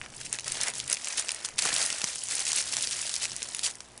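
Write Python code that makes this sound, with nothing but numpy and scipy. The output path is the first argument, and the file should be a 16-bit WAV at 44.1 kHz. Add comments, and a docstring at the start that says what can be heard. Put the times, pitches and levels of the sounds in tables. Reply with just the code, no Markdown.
"""A dull tap and faint rustling open the scene: hands lift a sheet of newspaper, crush it and twist it into a spill.
Countless tiny ringing buckles and sliding noise make the rustle; filtered noise bursts make the
dull taps of the sheet popping through, the sharp snaps of creases and the bumps on the wad.
Underneath, a small paper fire flutters as low noise, with a faint mains hum of summed harmonics and soft air.
A close yard wall and the ground answer the paper briefly."""
import sys
import numpy as np
from scipy import signal
from scipy.fft import rfft, irfft, next_fast_len
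from scipy.io import wavfile
from scipy.ndimage import uniform_filter1d, map_coordinates

SR = 44100
rng = np.random.default_rng(int(sys.argv[2]) if len(sys.argv) > 2 else 0)


def master_out(mix):
    """Clip the mix to full scale and print it as 16-bit PCM to the path in sys.argv[1]."""
    frames = np.transpose(np.atleast_2d(mix))
    ceiling = np.clip(frames, -1, 1)
    pcm = np.round(ceiling * 32767).astype(np.int16)
    wavfile.write(sys.argv[1], SR, pcm)


N = 176400

# how hard the hands keep working the sheet: time_s, crisp_level_db, hollow_flex_re_crisp_db (before FLEX_DB)
HANDLING = [(0, -52, 2), (.11, -53.5, 5), (.17, -44.5, -5.5), (.43, -50, 2), (.49, -36.5, -2),
            (.68, -39, 6.5), (.73, -46.5, 3.5), (.99, -43, -2), (1.1, -36.5, 0.5), (1.5, -47, 4.5),
            (1.555, -52, 3), (1.65, -32, 4), (2.0, -36, -1), (2.21, -38.5, -9.5), (2.33, -37, -2.5),
            (3.05, -34, -5.5), (3.29, -40.5, -3), (3.6, -42, -2), (3.71, -45.5, -4), (3.78, -54, 4),
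            (4, -57.5, 4)]
# pushes and slides of the paper: middle_s, length_s, crisp_level_db, hollow_flex_re_crisp_db (before FLEX_DB)
PUSHES = [(0.041, 0.027, -49, 8), (0.208, 0.024, -40, -2), (0.26, 0.021, -36, -13), (0.344, .04, -38, 3),
          (0.473, 0.019, -35, 3), (0.628, 0.045, -34, -0.5), (.68, 0.032, -33, 5),
          (0.782, 0.065, -37.5, -7), (0.915, 0.046, -35, 4), (1.192, 0.037, -28, -6),
          (1.454, 0.015, -29.5, -25), (1.591, 0.016, -25, -8), (1.651, 0.071, -29.5, -3),
          (1.733, .016, -30.5, -6), (1.808, .083, -30, -1.5), (2.093, 0.051, -35, -2),
          (2.321, 0.043, -30.5, -6.5), (2.39, 0.094, -34, -4), (2.488, 0.053, -29.5, -11),
          (2.582, 0.057, -27, -8), (2.738, 0.014, -28, -4.5), (2.785, 0.014, -32, -1),
          (2.834, 0.03, -28, -18), (2.927, 0.019, -30, -13), (3.234, 0.039, -29.5, -7.5),
          (3.654, 0.035, -25, -10), (3.684, 0.046, -38, 1)]
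# slack sheet flipping over: start_s, level_over_1ms_db
TAPS = [(.0148, -27), (.0617, -34), (.139, -40.5), (1.7045, -25.5), (2.503, -30)]
# creases giving way: start_s, level_over_1ms_db (before SNAP_DB), brightness_db_per_octave
SNAPS = [(.1512, -41, 0), (0.3279, -17, -2), (0.354, -29, 0), (0.387, -24.5, -5.5), (0.3958, -26.5, -2),
         (0.407, -32, 1), (.444, -29, -2.5), (.48, -22, 1.5), (0.52, -18.5, 0.5), (.5532, -29, -8.5),
         (0.571, -27.5, -5), (0.612, -20, 3), (0.613, -21.5, -4), (0.6337, -15, 7.5), (0.682, -19, 1),
         (0.701, -26, 0), (0.7373, -29.5, -6.5), (.7533, -26, 5), (0.782, -25, 7), (.8005, -22, -3.5),
         (0.8778, -24.5, 0), (0.899, -18.5, -0.5), (.9105, -25.5, 3), (0.9155, -19.5, 2), (0.9276, -12, 2),
         (0.9299, -18.5, -2.5), (0.941, -18, 9), (.9462, -25, -4.5), (.956, -33, 0), (.9692, -27, -6),
         (1.045, -24.5, -3), (1.056, -28, 4), (1.0719, -24, -4.5), (1.0845, -19.5, 5), (1.125, -26, -1),
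         (1.175, -21.5, 7), (1.178, -27, -5.5), (1.1953, -16.5, 3), (1.285, -24, -0.5),
         (1.291, -18.5, -4.5), (1.3062, -23, -3), (1.3178, -19, 4), (1.346, -24.5, -1), (1.448, -24, -5.5),
         (1.4873, -29.5, -7), (1.5829, -24, -4), (1.59, -15.5, 0), (1.6216, -17, -0.5), (1.658, -24, -11),
         (1.672, -23, 0), (1.688, -22.5, -5), (1.74, -10, 11), (1.751, -20, 4), (1.7634, -16, 0),
         (1.782, -18.5, 6), (1.795, -23, -1), (1.8158, -20, -1), (1.827, -17.5, 3), (1.836, -23, 1),
         (1.8522, -23, 0), (1.8615, -17, 3), (1.8752, -26, 2), (1.9022, -20, -4), (1.927, -20.5, 0),
         (2.0164, -21.5, -4), (2.0414, -15, -3), (2.0488, -29, 0), (2.157, -24.5, -3), (2.236, -18, 6.5),
         (2.286, -24, -4), (2.3528, -13.5, 7), (2.3937, -22, -1), (2.404, -21, 2), (2.4666, -21.5, -2),
         (2.4886, -24, 5), (2.5173, -18.5, -3), (2.5307, -17.5, -3.5), (2.5602, -17, 4), (2.584, -20, -3),
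         (2.614, -25, 0), (2.678, -27.5, 3), (2.7245, -20, 3), (2.7674, -17.5, -4), (2.8087, -24, -1),
         (2.8248, -17.5, 9), (2.872, -20, -2), (2.91, -20.5, 7), (2.991, -26, -1.5), (3.016, -21, 5),
         (3.066, -23, 3), (3.0938, -25, -3.5), (3.14, -19.5, 0), (3.155, -22, 2), (3.163, -19.5, 1),
         (3.23, -31, 5), (3.2534, -21, -3), (3.318, -26.5, -5), (3.364, -22.5, 4), (3.42, -25.5, -7),
         (3.4286, -21, 0), (3.5475, -20.5, -3), (3.567, -27, 4), (3.592, -21.5, -1.5), (3.634, -25, -4),
         (3.7107, -31.5, -1), (3.754, -29, 5.5), (3.805, -30, -5), (3.977, -33, 0)]
# hands bumping the wad: start_s, level_over_10ms_db
BUMPS = [(1.645, -52), (1.729, -43), (2.039, -39)]
# low flutter of the fire: time_s, level_db (before its random wobble)
FIRE_LEVEL = [(0, -52.5), (.08, -56), (.29, -53.5), (.38, -67), (.49, -53), (.74, -58.5), (.85, -51.5),
              (.98, -77), (1.42, -69), (1.56, -56), (2.17, -72), (2.44, -59), (2.6, -68), (2.78, -57),
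              (3.05, -73), (3.32, -57.5), (3.5, -66)]
# mains harmonics from the first up: level_db (before HUM_SWELL)
HUM_HARMONICS = [-68.5, -66, -73.5, -67.5, -74, -69.5, -74, -72.5]
# swell of the whole hum: time_s, gain_db
HUM_SWELL = [(0, -2.5), (1.2, -5), (2.1, -7), (2.7, 0.5), (4, -0.5)]

# relative spectrum of the small folds: frequency_hz, gain_db
CRISP_SPECTRUM = [(100, -70), (600, -24.5), (1300, -20), (2600, -5.5), (3600, -4), (5200, -1), (6800, -1),
                  (8500, -1), (10200, -1.5), (12000, -7.5)]
# relative spectrum of the flexing open sheet: frequency_hz, gain_db
FLEX_SPECTRUM = [(50, -33), (150, -3.5), (350, -5.5), (600, 1), (1100, -1.5), (1900, 4.5), (3000, 0.5),
                 (5000, -15), (10000, -30)]
# relative spectrum of a tap: frequency_hz, gain_db
TAP_SPECTRUM = [(200, -23), (900, -10), (1700, 1), (2800, 1), (4500, -14), (9000, -21)]
# relative spectrum of a snap, before facet colour and tilt: frequency_hz, gain_db
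SNAP_SPECTRUM = [(60, -19), (300, -27.5), (900, -16), (1500, -13), (2700, -2.5), (4000, -2), (5800, 4),
                 (8000, 2), (10200, 2.5), (12000, -6.5)]
# relative spectrum of a bump: frequency_hz, gain_db
BUMP_SPECTRUM = [(30, -33), (110, 0), (200, 4.5), (360, 0.5), (520, -10), (750, -3), (1500, -15),
                 (6000, -29)]
# relative spectrum of the flames: frequency_hz, gain_db
FLAME_SPECTRUM = [(20, 2.5), (45, -15), (90, 3.5), (108, -4), (127, 11), (155, -3), (220, -2), (500, -11.5),
                  (3000, -53)]
# relative spectrum of the still air: frequency_hz, gain_db
AIR_SPECTRUM = [(20, -23), (60, 11), (200, -5.5), (550, 5.5), (1000, 4.5), (2000, -13.5), (4000, -6),
                (5600, -10), (7000, -18), (11000, -9.5)]

BUCKLES_PER_S, BUCKLE_SPREAD_DB, BUCKLE_MAX_DB = 800, 1.5, 7
CROWDING = .4  # buckle rate grows as this power of the rustle's strength
CRISP_FADE_S, FLEX_FADE_S = 0.00085, 0.00096
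RISE_SHARE = 0.62  # rise time over fade time of a buckle
PITCH_SPREAD = .28  # natural-log spread of a buckle's modes
CRISP_SLIDE_DB, FLEX_SLIDE_DB, FLEX_DB = -1, 2, -8
SLIPS_PER_S, SLIP_FADE_S, SLIP_SPREAD_DB, STEADY_SHARE = 170, .003, 3, .62
TAP_FADE_S = 0.0021
SNAP_DB, SNAP_FADE_S, SNAP_RISE_SHARE = 0.5, .0012, .4
CRACK_DB, CRACK_FADE_S, CRACK_GAP_S, CRACK_LOSS_DB = -5, 0.00027, .0012, 5.5
FACET_DB, FACET_OCTAVES = 5, .45
PIVOT_HZ = 6000  # brightness tilts about this frequency
BUMP_RUB_DB, BUMP_FADE_S = -5, 0.0029
MAINS_HZ, AIR_DB = 60, -57
LOW_CUT_HZ = 147  # low cut on the paper sounds, as of a small microphone, keeps deep bass out
WALL_DB, WALL_DELAY_S, WALL_T60_S = -14, .003, .08
TOP_HZ, EDGE_DB_PER_HZ = 10500, .037


def amp(db):
    """Amplitude ratio of a level in dB."""
    return 10 ** (np.asarray(db) / 20)


def unit(x):
    """x scaled to an RMS of 1."""
    return x / np.sqrt(np.mean(x ** 2) + 1e-20)


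def curves(rows):
    """One value per sample for each column after the time."""
    time_s, *columns = np.transpose(rows)
    return [np.interp(np.arange(N) / SR, time_s, column) for column in columns]


def wobble(knots_per_s):
    """A smooth random curve."""
    return map_coordinates(rng.standard_normal(2000), [np.arange(N) * knots_per_s / SR], mode="wrap")


def coloured(x, spectrum, tilt_db=0):
    """x through a causal minimum-phase filter with the given spectrum, tilted in dB per octave above 500 Hz."""
    m = 2 * next_fast_len(len(x))
    hz = np.fft.rfftfreq(m, 1 / SR) + 1
    knot_hz, knot_db = np.transpose(spectrum)
    gain_db = np.interp(np.log(hz), np.log(knot_hz), knot_db)
    gain_db += tilt_db * np.log2(np.maximum(hz, 500) / PIVOT_HZ)
    # folding the cepstrum to one side makes the filter causal
    cepstrum = irfft(np.log(amp(gain_db)))
    cepstrum[1:m // 2] *= 2
    cepstrum[m // 2 + 1:] = 0
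    response = np.exp(rfft(cepstrum))
    return irfft(rfft(x, m) * response)[:len(x)]


def add(track, start_s, sound):
    """Mix a sound into the track."""
    part = track[max(0, round(start_s * SR)):][:len(sound)]
    part += sound[:len(part)]


def burst(fade_s, rise_share=0, size=1024):
    """A noise burst of unit energy that builds up and dies away."""
    fades = np.arange(1, size + 1) / SR / max(fade_s, 1 / SR)
    rise = 1 - np.exp(-fades / (rise_share + 1e-6))
    noise = rng.standard_normal(size) * np.exp(-fades) * rise
    return noise / np.linalg.norm(noise)


def buckles(strength, low_hz, high_hz, fade_s, modes=7, size=256):
    """Tiny unequal buckles crowd in as the push grows; each rings a few brief modes; local level is evened."""
    rate_per_s = BUCKLES_PER_S * (strength / strength.mean()) ** CROWDING
    start = np.flatnonzero(rng.random(N) < rate_per_s / SR)
    normal = rng.standard_normal((len(start), modes + 1))
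    even = rng.random((len(start), modes + 1))
    gain = amp(np.minimum(BUCKLE_SPREAD_DB * normal[:, :1], BUCKLE_MAX_DB))
    centre_hz = low_hz + (high_hz - low_hz) * even[:, :1]
    mode_hz = centre_hz * np.exp(PITCH_SPREAD * normal[:, 1:])
    t = np.arange(size) / SR
    cycles = mode_hz[..., None] * t + even[:, 1:, None]
    ring = np.sin(2 * np.pi * cycles).sum(1)
    envelope = np.exp(-t / fade_s) * (1 - np.exp(-t / (RISE_SHARE * fade_s)))
    grains = gain * ring * envelope
    places = start[:, None] + np.arange(size)
    x = np.bincount(places.ravel(), grains.ravel(), N + size)[:N]
    local_power = np.abs(uniform_filter1d(x ** 2, size=1100))
    return x / np.sqrt(local_power + 0.0016)


def slips():
    """Stick and slip: paper yields in small jerks that start at once and die away; a gain around 1."""
    jerks = (rng.random(N) < SLIPS_PER_S / SR) * amp(SLIP_SPREAD_DB * rng.standard_normal(N)) ** 2
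    power = signal.lfilter([1], [1, -np.exp(-1 / (SLIP_FADE_S * SR))], jerks)
    usual = np.abs(uniform_filter1d(power, size=1500)) + power.mean() / 10
    return np.sqrt(STEADY_SHARE + (1 - STEADY_SHARE) * power / usual)


def rustle():
    """Buckling and sliding follow the hands: crisp in small folds, hollow where the open sheet flexes."""
    t = np.arange(N) / SR
    level_db, hollow_db = curves(HANDLING)
    crisp_power = amp(level_db) ** 2
    flex_power = amp(level_db + hollow_db) ** 2
    for middle_s, length_s, push_db, push_hollow_db in PUSHES:
        swell = np.exp(-np.abs(2 * (t - middle_s) / length_s) ** 3)
        crisp_power += swell * amp(push_db) ** 2
        flex_power += swell * amp(push_db + push_hollow_db) ** 2
    crisp_strength, flex_strength = np.sqrt(crisp_power), np.sqrt(flex_power)
    crisp = buckles(crisp_strength, 1016, 11950, CRISP_FADE_S)
    crisp += amp(CRISP_SLIDE_DB) * rng.standard_normal(N)
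    flex = buckles(flex_strength, 186, 3440, FLEX_FADE_S)
    flex += amp(FLEX_SLIDE_DB) * rng.standard_normal(N)
    crisp = crisp_strength * unit(coloured(crisp, CRISP_SPECTRUM))
    flex = amp(FLEX_DB) * flex_strength * unit(coloured(flex, FLEX_SPECTRUM))
    return slips() * (crisp + flex)


def fire():
    """Small flames flutter, low and soft: noise under a wobbling level."""
    level_db, = curves(FIRE_LEVEL)
    flames = unit(coloured(rng.standard_normal(N), FLAME_SPECTRUM))
    return amp(level_db + wobble(21)) * flames


def background():
    """Still outdoor air as noise, and a faint mains hum whose harmonics waver slightly in phase."""
    t = np.arange(N) / SR
    swell_db, = curves(HUM_SWELL)
    hum = np.zeros(N)
    for k, db in enumerate(HUM_HARMONICS, 1):
        phase = 2 * np.pi * (k * MAINS_HZ * t + rng.random()) + .2 * wobble(4)
        hum += amp(db) * np.sqrt(2) * np.sin(phase)
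    air = amp(AIR_DB) * unit(coloured(rng.standard_normal(N), AIR_SPECTRUM))
    return amp(swell_db) * hum + air


def taps():
    """A broad stretch of the sheet pops through: one push, then a short, dull shiver."""
    out = np.zeros(N)
    for start_s, level_db in TAPS:
        push = burst(TAP_FADE_S)
        push[0] += 1
        tap = coloured(push, TAP_SPECTRUM)
        add(out, start_s, amp(level_db) * np.sqrt(SR / 1000) * tap / np.linalg.norm(tap))
    return out


def snaps(cracks=3):
    """A crease flips with a stutter of ever weaker cracks; the facet that it frees shivers and colours it."""
    out = np.zeros(N)
    hz = np.geomspace(60, 12000, 60)
    base_db = np.interp(hz, *np.transpose(SNAP_SPECTRUM))
    for start_s, level_db, bright_db in SNAPS:
        facet_hz = rng.uniform(1500, 11200)
        facet_db = FACET_DB * np.exp(-(np.log2(hz / facet_hz) / FACET_OCTAVES) ** 2)
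        flip = burst(SNAP_FADE_S, SNAP_RISE_SHARE)
        for k in range(cracks):
            crack_s = CRACK_GAP_S * (.5 + k * (.5 + rng.random()))
            add(flip, crack_s, amp(CRACK_DB - k * CRACK_LOSS_DB) * burst(CRACK_FADE_S))
        snap = coloured(flip, np.c_[hz, base_db + facet_db], bright_db)
        add(out, start_s, amp(level_db + SNAP_DB) * np.sqrt(SR / 1000) * snap / np.linalg.norm(snap))
    return out


def bumps():
    """The hands close on the wad: one low push and a short, dull rub."""
    out = np.zeros(N)
    for start_s, level_db in BUMPS:
        push = amp(BUMP_RUB_DB) * burst(BUMP_FADE_S, size=4096)
        push[0] += 1
        knock = coloured(push, BUMP_SPECTRUM)
        add(out, start_s, amp(level_db) * np.sqrt(SR / 100) * knock / np.linalg.norm(knock))
    return out


def yard(x, parts=24):
    """Ground and wall answer briefly: a fresh random noise tail per part keeps the echo's colour from staying fixed."""
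    out = x.copy()
    for part in np.array_split(np.arange(N), parts):
        tail = burst(WALL_T60_S / np.log(1000), size=8192)
        echo = amp(WALL_DB) * signal.fftconvolve(x[part], tail)
        add(out, part[0] / SR + WALL_DELAY_S, echo)
    return out


def scene():
    """The paper in the yard, over the fire and the background."""
    low_cut = signal.butter(2, LOW_CUT_HZ, "highpass", fs=SR, output="sos")
    paper = signal.sosfilt(low_cut, rustle() + taps() + snaps() + bumps())
    return (yard(paper) + fire() + background())[None]


def record(dry):
    """The recorder cuts off steeply above its band limit."""
    m = next_fast_len(N + SR // 2)
    hz = np.fft.rfftfreq(m, 1 / SR)
    gain = amp(-EDGE_DB_PER_HZ * np.maximum(hz - TOP_HZ, 0))
    return irfft(rfft(dry, m) * gain, m)[..., :N]


dry = scene()
out = record(dry)
master_out(out)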